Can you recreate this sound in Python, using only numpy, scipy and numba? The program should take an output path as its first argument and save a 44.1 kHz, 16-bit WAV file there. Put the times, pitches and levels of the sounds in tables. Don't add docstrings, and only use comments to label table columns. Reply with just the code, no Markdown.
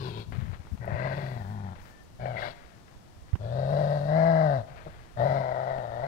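import sys
import numpy as np
from scipy import signal
from scipy.fft import rfft, irfft
from scipy.io import wavfile
from scipy.ndimage import uniform_filter1d, map_coordinates
from numba import njit

SR = 44100
rng = np.random.default_rng(int(sys.argv[2]) if len(sys.argv) > 2 else 0)


def persist_wave(psi):
    counts = np.round(np.clip(psi, -1, 1) * 32767).astype(np.int16)
    wavfile.write(sys.argv[1], SR, np.atleast_2d(counts).T)


N = 267687

# f/Hz, level/dB
TUG_MUZZLE = [(530, -4.5), (900, 2), (1210, -9), (1440, -5.5), (1550, 3), (1680, -9), (1890, 5), (2180, -8),
              (2550, -10.5), (3000, -23), (3900, -54), (6600, -120)]


def amp(db):
    return 10 ** (np.asarray(db) / 20)


def unit_rms(x):
    return x / np.sqrt(np.mean(x ** 2) + 1e-20)


def steadied(x, size=3000):
    power = uniform_filter1d(uniform_filter1d(x ** 2, size), size // 3)
    return x / np.sqrt(abs(power) + 1e-20)


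def wander(count, size):
    noise = rng.standard_normal(count + 8 * size)
    return unit_rms(uniform_filter1d(uniform_filter1d(noise, size), size))[4 * size:][:count]


def db_at(points, hz):
    f, db = np.transpose(points)
    return np.interp(np.log(hz + 1), np.log(f + 1), db)


def add(mix, start_s, sound):
    part = mix[..., max(round(start_s * SR), 0):][..., :sound.shape[-1]]
    part += sound[..., :part.shape[-1]]


def swells(rows, taper):
    level = np.zeros(N)
    for start_s, length_s, db in rows:
        add(level, start_s, amp(db) * signal.windows.tukey(round(length_s * SR), taper))
    return level


def colour(x, points, size=4096):
    gain_db = np.maximum(db_at(points, abs(np.fft.fftfreq(size, 1 / SR))), -100)
    taps = np.fft.ifft(np.exp(signal.hilbert(np.log(amp(gain_db))).conj())).real
    return signal.fftconvolve(x, taps[:size // 2])[:len(x)]


@njit
def lowpass(x, pole):
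    y = x * (1 - pole)
    for i in range(1, len(x)):
        y[i] += pole[i] * y[i - 1]
    return y


def resonate(x, hz, width_hz):
    carrier = np.exp(2j * np.pi * np.cumsum(hz * np.ones(len(x))) / SR)
    pole = np.exp(-np.pi * width_hz * np.ones(len(x)) / SR)
    return 2 * (carrier * lowpass(x / carrier, pole)).real


def panned(x, side_db):
    left = 1 / (1 + amp(-side_db))
    return 2 * np.array([left * x, (1 - left) * x])


def gesture(contour, poses, turn_s, ease_s, lips_db):
    attack_s, release_s, fade_db, lips_s = .02, .06, -39.5, 0.21
    times_s, pitch_hz, effort_db = np.transpose(contour)
    t = np.arange(max(times_s[0] - attack_s, 0), min(times_s[-1] + release_s, N / SR), 1 / SR)
    hz = np.interp(t, times_s, pitch_hz)
    sag_oct = np.log2(pitch_hz.max() / hz)
    slack_db = np.interp(t, times_s, effort_db) - effort_db.max()
    fade = np.maximum(times_s[0] - t, 0) / attack_s + np.maximum(t - times_s[-1], 0) / release_s
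    full_db = effort_db.max() + fade_db * fade
    blend = .5 + .5 * np.tanh((t - turn_s) / ease_s)
    pose = (a + (b - a) * blend for a, b in zip(poses[0], poses[-1]))
    rough, throat_hz, width_hz, chest_db, octave_db, rasp_db, hiss_db = pose
    chest_db += 0.29 * slack_db - 6.5 * sag_oct
    rasp_db += 0.8 * slack_db
    hiss_db += 0.35 * slack_db + lips_db * np.exp((t[0] - t) / lips_s)
    rough = np.clip(rough + .33 * sag_oct, 0, 1)
    throat_hz *= 1 - 0.07 * sag_oct
    levels_db = full_db + np.array([chest_db, slack_db, rasp_db, hiss_db])
    return t, hz, levels_db, rough, throat_hz, width_hz, octave_db


def folds(hz, rough):
    count = len(hz)
    cycles = np.cumsum(hz * (1 + (.002 + .02 * rough ** 2) * wander(count, size=600))) / SR
    closures = np.flatnonzero(np.diff(np.floor(cycles))) + 1
    jitter, shimmer = rng.standard_normal((400, 2))[:len(closures)].T * rough[closures]
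    shift = np.round(jitter * .07 * SR / hz[closures]).astype(int)
    closures = np.clip(closures + shift, 0, count - 1)
    strength = amp(6.5 * np.clip(shimmer, -1.5, .45))
    pulses = unit_rms(np.bincount(closures, strength, count))
    n = np.arange(count)
    phase = np.interp(n, np.r_[-1, closures, count], np.r_[0, 1 + np.arange(len(closures)), cycles[-1]])
    swell = np.sqrt(np.interp(n, closures, strength))
    return pulses, phase, swell


def mouth(x, spectrum, stretch, bounce, bounce_s=0.001776):
    clock = np.cumsum(stretch)
    positions = np.interp(np.arange(int(clock[-1]) + 1), clock, np.arange(len(x)))
    warped = map_coordinates(x, [positions], mode="nearest")
    shaped = colour(warped + bounce * np.roll(warped, round(bounce_s * SR)), spectrum)
    return map_coordinates(shaped, [clock], mode="nearest")


def growl(contour, poses, muzzle, teeth, flutter_db, turn_s=0, ease_s=1, lips_db=0):
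    t, hz, levels_db, rough, throat_hz, width_hz, octave_db = gesture(
        contour, poses, turn_s, ease_s, lips_db)
    chest_gain, throat_gain, rasp_gain, hiss_gain = amp(levels_db)
    pulses, phase, swell = folds(hz, rough)
    throb = amp(2.2 * np.sqrt(rough) * np.tanh(wander(len(t), size=650)))
    puffs = unit_rms((0.28 + np.exp(-(phase % 1) / 0.73)) * rng.standard_normal((4, len(t))))

    hum = swell * (np.cos(2 * np.pi * (phase - .2)) + amp(octave_db) * np.cos(4 * np.pi * phase))
    flutter = colour(puffs[3], [(35, -14.5), (100, 3), (180, 3), (275, -21.5), (385, -3), (520, -33),
                                (1000, -55.5)])
    chest = chest_gain * steadied(unit_rms(hum) + amp(flutter_db) * rough ** 2 * unit_rms(flutter))

    ring = resonate(pulses + rough ** 2 * puffs[0], throat_hz, width_hz)
    ring = resonate(ring, throat_hz, 1.04 * width_hz)
    ring = colour(ring, [(100, -28.5), (280, 5.5), (470, -3), (580, -1), (850, -7.5), (1150, -10.5),
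                         (2500, -23)])
    throat = throat_gain * throb * steadied(ring)

    jaw_drift = 1 + .02 * wander(len(t), size=3000)
    stretch = (hz / np.average(hz, weights=rasp_gain)) ** .35 * jaw_drift
    spray = (1 - .75 * rough) * pulses + (.65 + .8 * rough) * np.sqrt(swell) * puffs[1]
    rasp = rasp_gain * throb * steadied(mouth(spray, muzzle, stretch, bounce=0.025))
    jet = puffs[2] + .6 * (1 - rough) * pulses
    hiss = hiss_gain * np.sqrt(throb) * steadied(mouth(jet, teeth, stretch, bounce=.55))

    out = np.zeros(N)
    add(out, t[0], (chest + throat + rasp + hiss) * signal.windows.tukey(len(t), 0.0027 * SR / len(t)))
    return out


def dogs():
    # t/s, pitch/Hz, effort (throat level)/dB
    snarl = [(0.0, 131.6, -46), (0.084, 123.7, -42), (0.15, 106.1, -54), (0.178, 111.5, -43),
             (0.23, 112.3, -54)]
    tug = [(0.812, 114.9, -55), (0.908, 113, -42), (1.054, 134.6, -37.5), (1.116, 130.9, -41),
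           (1.176, 145.7, -43), (1.382, 116.2, -50.5), (1.456, 91.8, -53.5), (1.516, 107.8, -52),
           (1.73, 90.7, -53)]
    protest = [(2.2, 123.3, -46), (2.268, 128.2, -36.5), (2.294, 126.9, -40.5), (2.346, 113.6, -41),
               (2.484, 124.7, -40), (2.52, 118, -59)]
    long = [(3.4, 103.3, -51.5), (3.436, 110.5, -44.5), (3.598, 132.7, -33.5), (3.668, 133.8, -34.5),
            (3.706, 143.7, -31), (3.742, 147.6, -30), (3.946, 146.2, -31), (4.032, 142.2, -40),
            (4.15, 159.3, -25.5), (4.286, 165.6, -24), (4.43, 156.9, -26), (4.548, 135.7, -30.5),
            (4.562, 133.3, -30.5), (4.61, 105.6, -41.5)]
    grunt = [(4.868, 159.2, -41), (4.885, 155.7, -49.5)]
    last = [(5.175, 119.4, -35), (5.223, 124.7, -25), (5.277, 140.7, -29), (5.487, 126.5, -34),
            (5.731, 130.4, -33.5), (5.771, 129.4, -35.5), (5.891, 113.4, -40), (5.993, 120.2, -37.5),
            (6.039, 134, -35.5), (6.07, 155.4, -36.5)]
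    # roughness/0-1, throat f/Hz, width/Hz,
    # chest/dB, octave/dB re chest tone, rasp/dB, hiss/dB (chest, rasp, hiss re throat)
    snarl_poses = [(.78, 400, 157, 6.5, -14.5, -7, -8)]
    tug_poses = [(0.722, 612, 210, 4.7, -25, -2.5, -14), (0.37, 823, 330, 8.3, -6.5, -8, -27)]
    protest_poses = [(.55, 660, 214, 0.5, -17, -12, -27.5), (.9, 674, 296, -10.5, -6, -3, -12)]
    long_poses = [(0.48, 615, 186, -1.8, -24, -19.5, -29), (0.18, 658, 170, -1.4, -16.5, -15, -32.5)]
    grunt_poses = [(.62, 556, 220, -1, -19, -20, -45)]
    last_poses = [(0.48, 654, 192, -3, -15.5, -12.5, -31), (.33, 677, 228, -12.5, -15, -12, -37)]
    # f/Hz, level/dB
    snarl_muzzle = [(410, -47), (700, -1.5), (932, -0.5), (1010, 7), (1180, -14.5), (1450, -2),
                    (1920, -12.5), (2290, -15), (2470, -6), (3000, -35), (3900, -20), (6600, -120)]
    protest_muzzle = [(530, -10.5), (900, 0), (1100, -7.5), (1580, 6), (1770, -8), (2170, 5), (2320, -6),
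                      (2450, -33), (2590, -15), (3000, -7.5), (3900, -71), (6600, -120)]
    long_muzzle = [(530, -35), (900, 3.5), (1050, 3), (1190, -4.5), (1290, 3.5), (1420, -8), (1600, 5.5),
                   (1750, -6.5), (1950, 3), (2430, -32), (3000, -28), (3900, -65), (6600, -120)]
    last_muzzle = [(530, -31.5), (900, -1.5), (1100, -19), (1290, -11), (1550, -12.5), (1700, -21),
                   (1920, -7), (2090, -18), (2380, -32), (2740, -41), (3000, -31.5), (3900, -32),
                   (6600, -120)]
    # f/Hz, level/dB
    bared = [(1530, -33), (2600, 2), (2910, -5.5), (3330, 1), (4390, 1.5), (6140, -20.5), (12600, -28),
             (15500, -28)]
    closed = [(1530, -19.5), (2600, -7), (3480, -9.5), (3780, -1), (4160, -3.5), (4940, -5.5),
              (6230, -20.5), (7180, -31), (8920, -21), (15500, -42)]
    return sum([
        growl(snarl, snarl_poses, snarl_muzzle, bared, flutter_db=0.5),
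        growl(tug, tug_poses, TUG_MUZZLE, bared, flutter_db=-2.5, turn_s=1.36, ease_s=.097, lips_db=-24),
        growl(protest, protest_poses, protest_muzzle, bared, flutter_db=4, turn_s=2.37, ease_s=.018),
        growl(long, long_poses, long_muzzle, closed, flutter_db=-7, turn_s=4.05, ease_s=.14, lips_db=-5),
        growl(grunt, grunt_poses, long_muzzle, closed, flutter_db=6),
        growl(last, last_poses, last_muzzle, closed, flutter_db=-2.5, turn_s=5.43, ease_s=.033,
              lips_db=-2.5)])


def ports(x, lag_s=0.00039):
    # f/Hz, left-right/dB
    shade = [(60, 14.5), (120, 4), (200, 4), (380, 7.5), (700, 9), (1100, 11.5), (1400, 21.5), (1900, 19.5),
             (2500, 24), (4400, 24), (8000, 24.5), (15000, 20)]
    hz = np.fft.rfftfreq(N, 1 / SR)
    right = amp(-db_at(shade, hz)) * np.exp(-2j * np.pi * hz * lag_s)
    response = np.array([np.ones(len(hz)), right]) * 2 / np.maximum(abs(1 + right), .3)
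    return irfft(rfft(x) * response, N)


def yard_echoes(x, t60_s=0.76, wet_db=-15, echoes_per_s=2000, gap_s=.012):
    t = np.arange(SR // 2) / SR
    taps = rng.standard_normal((2, len(t))) * (rng.random((2, len(t))) < echoes_per_s / SR)
    taps *= (t > gap_s) * amp(-60 * t / t60_s)
    return amp(wet_db) * signal.fftconvolve(x, taps / np.linalg.norm(taps[0]), axes=1)[:, :N]


def garden(level_db=-54.5, waver_db=6.5, bass_hz=150):
    # f/Hz, level/dB
    spectrum = [(12, -46.5), (20, 8), (49, 1), (104, -3), (248, -13.5), (328, -14), (422, -19),
                (558, -18.5), (718, -17.5), (849, -20), (1570, -26), (1760, -23.5), (2020, -28.5),
                (5530, -31.5), (16000, -46)]
    # f/Hz, left-right/dB
    balance = [(60, -14.5), (110, 6), (200, -2), (700, 7), (2400, 6), (4400, 15.5), (8100, 13.5),
               (15000, -1)]
    wash = np.array([unit_rms(colour(noise, spectrum)) for noise in rng.standard_normal((2, N))])
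    bass = signal.sosfilt(signal.butter(2, bass_hz, fs=SR, output="sos"), wash)
    wash += bass * (amp(waver_db * np.tanh(wander(N, size=2500))) - 1)
    left = amp(db_at(balance, np.fft.rfftfreq(N, 1 / SR)))
    response = 2 * np.array([left, np.ones(len(left))]) / np.hypot(left, 1)
    return amp(level_db) * irfft(rfft(wash) * response, N)


def ticks():
    # t/s, peak/dB, centre f/Hz, left-right/dB
    contacts = [(0.197, -35, 3300, 21), (0.324, -38, 1880, 12), (0.349, -33, 1660, 24),
                (0.401, -39.5, 2360, 15.5), (0.433, -46, 1740, 16.0), (0.53, -45, 2280, 16.5),
                (0.65, -45, 1290, 13.5), (0.669, -39.5, 1130, 14), (0.775, -39, 1090, 20),
                (1.784, -50, 1275, 6), (1.896, -47, 1690, 16), (3.331, -39, 1530, -11),
                (3.354, -29.5, 1180, -24), (4.736, -56, 1903, -15), (4.773, -50, 1980, 20),
                (5.782, -34, 1555, 20)]
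    out, t = np.zeros((2, N)), np.arange(4096) / SR
    envelope = (1 - np.exp(-t / .0008)) * (np.exp(-t / .003) + .06 * np.exp(-t / .015))
    for start_s, db, hz, side_db in contacts:
        burst = rng.standard_normal(len(t)) * envelope
        ring = resonate(resonate(burst, hz, 0.84 * hz), hz, 5.1 * hz)
        tick = colour(ring, [(200, 26.5), (800, 5), (4000, -2), (6500, -6), (15000, -1)])
        add(out, start_s, panned(amp(db) * tick / abs(tick).max(), side_db))
    return out


def grip():
    # t/s, length/s, level/dB
    creeps = [(0.232, 0.36, -39), (0.58, 0.041, -51), (0.71, 0.054, -35.5), (0.781, 0.066, -44)]
    spectrum = [(25, -20), (70, 1), (120, 0), (200, -9.5), (300, -26.5), (600, -52), (2000, -60)]
    rumble = colour(rng.standard_normal(N), spectrum)
    return panned(swells(creeps, taper=0.47) * steadied(rumble), side_db=37)


def grass_swish():
    # t/s, length/s, level/dB
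    swishes = [(0.3, 0.32, -77), (1.05, 0.6, -69), (1.78, 0.17, -68), (2.38, .25, -80),
               (3.6, 0.59, -71), (5.17, 0.22, -71)]
    hiss = colour(rng.standard_normal(N), [(2000, -14), (5000, 2.5), (11000, -3.5), (15500, -2)])
    return panned(swells(swishes, taper=0.5) * unit_rms(hiss), side_db=22)


def scuffs(attack_s=0.0038, ease_db=-9, release_s=0.045, snaps_per_s=3500):
    # t/s, length/s, level/dB
    strokes = [(0.319, 0.22, -49), (0.528, 0.022, -47.5), (0.6, 0.18, -60), (1.749, 0.14, -54.5),
               (1.851, 0.15, -61.5), (2.508, 0.28, -56.5), (2.874, 0.078, -61.5), (3.278, 0.056, -60),
               (4.672, 0.36, -58), (4.759, 0.063, -52.5), (4.85, 0.84, -61.5)]
    # f/Hz, level/dB
    spectrum = [(150, -17), (250, -10.5), (371, -9), (411, -7), (723, -7), (1020, -11), (1950, -9.5),
                (3000, -19), (4760, -26.5), (6150, -56), (15000, -47)]
    level, t = np.zeros(N), np.arange(SR // 2) / SR
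    for start_s, length_s, db in strokes:
        stroke = np.minimum(t / attack_s, 1) * np.exp(-np.maximum(t - length_s, 0) / release_s)
        add(level, start_s, stroke * amp(db + ease_db * t / length_s))
    strength = rng.standard_normal(N) * amp(1.63 * np.minimum(rng.exponential(1, N), 4))
    snaps = strength * (rng.random(N) < snaps_per_s / SR)
    return level * unit_rms(colour(snaps, spectrum))


def bumps(rise_s=0.0071, trim_db=-2.5):
    # t/s, level/dB, f/Hz, left-right/dB
    impacts = [(0.379, -24.5, 128.5, 40), (0.415, -28, 98, 27), (0.487, -26.5, 107, 30),
               (0.596, -32, 77, 30), (0.724, -30, 92, 28.5), (0.918, -24.5, 125, 31), (0.939, -21, 108, 32),
               (3.331, -14.5, 85.1, -43)]
    out, t = np.zeros((2, N)), np.arange(4096) / SR
    envelope = (t / rise_s) ** 2 * np.exp(2 * (1 - t / rise_s))
    for start_s, db, hz, side_db in impacts:
        thud = -np.sin(2 * np.pi * hz * t) * envelope
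        add(out, start_s, panned(amp(db + trim_db) * thud, side_db))
    return out


def crackles(trim_db=3, decay_s=0.0036):
    # t/s, level/dB
    snaps = [(0.8544, -54), (2.0344, -60)]
    out, t = np.zeros(N), np.arange(1024) / SR
    for start_s, db in snaps:
        burst = rng.standard_normal(len(t)) * np.exp(-t / decay_s)
        snap = colour(burst, [(1500, -15), (5000, 0), (15000, -2)])
        add(out, start_s, amp(db + trim_db) * snap / abs(snap).max())
    return panned(out, side_db=12)


def catches(throat_hz=640, rise_s=.002, decay_s=0.0021):
    # t/s, level/dB
    closures = [(0.876, -26), (0.916, -34), (2.256, -23)]
    out, t = np.zeros(N), np.arange(2048) / SR
    ring = np.sin(2 * np.pi * throat_hz * t) * t / rise_s * np.exp(1 - t / rise_s)
    for start_s, db in closures:
        crack = colour(rng.standard_normal(len(t)) * np.exp(-t / decay_s), TUG_MUZZLE)
        add(out, start_s, amp(db) * (.9 * ring + .45 * crack / abs(crack).max()))
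    return out


def squeak(start_s=1.9, length_s=0.136, start_hz=1760, rise_hz=30.2, level_db=-65.5):
    out, t = np.zeros(N), np.arange(0, length_s, 1 / SR)
    hz = start_hz + rise_hz * t / length_s
    tone = np.sqrt(2) * np.sin(2 * np.pi * np.cumsum(hz) / SR)
    add(out, start_s, amp(level_db) * tone * signal.windows.tukey(len(t), .2))
    return out


def yip(width_hz=170):
    # t/s, length/s, centre f/Hz, level/dB
    whistles = [(2.361, 0.036, 2100, -38), (2.418, 0.019, 1710, -42.5)]
    out = np.zeros(N)
    for start_s, length_s, hz, db in whistles:
        air = rng.standard_normal(round(length_s * SR))
        whistle = resonate(resonate(air, hz, width_hz), hz, width_hz)
        add(out, start_s, amp(db) * steadied(whistle, size=600) * signal.windows.tukey(len(air), .5))
    return out


def scene():
    near = ports(dogs() + catches() + yip() + scuffs() + squeak())
    return near + yard_echoes(near) + ticks() + bumps() + crackles() + grass_swish() + grip() + garden()


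def record(dry):
    edge_hz = 15800
    taps = signal.firwin(511, edge_hz, window=("kaiser", 9), fs=SR)
    return signal.oaconvolve(dry, taps[None], "same")


dry = scene()
out = record(dry)
persist_wave(out)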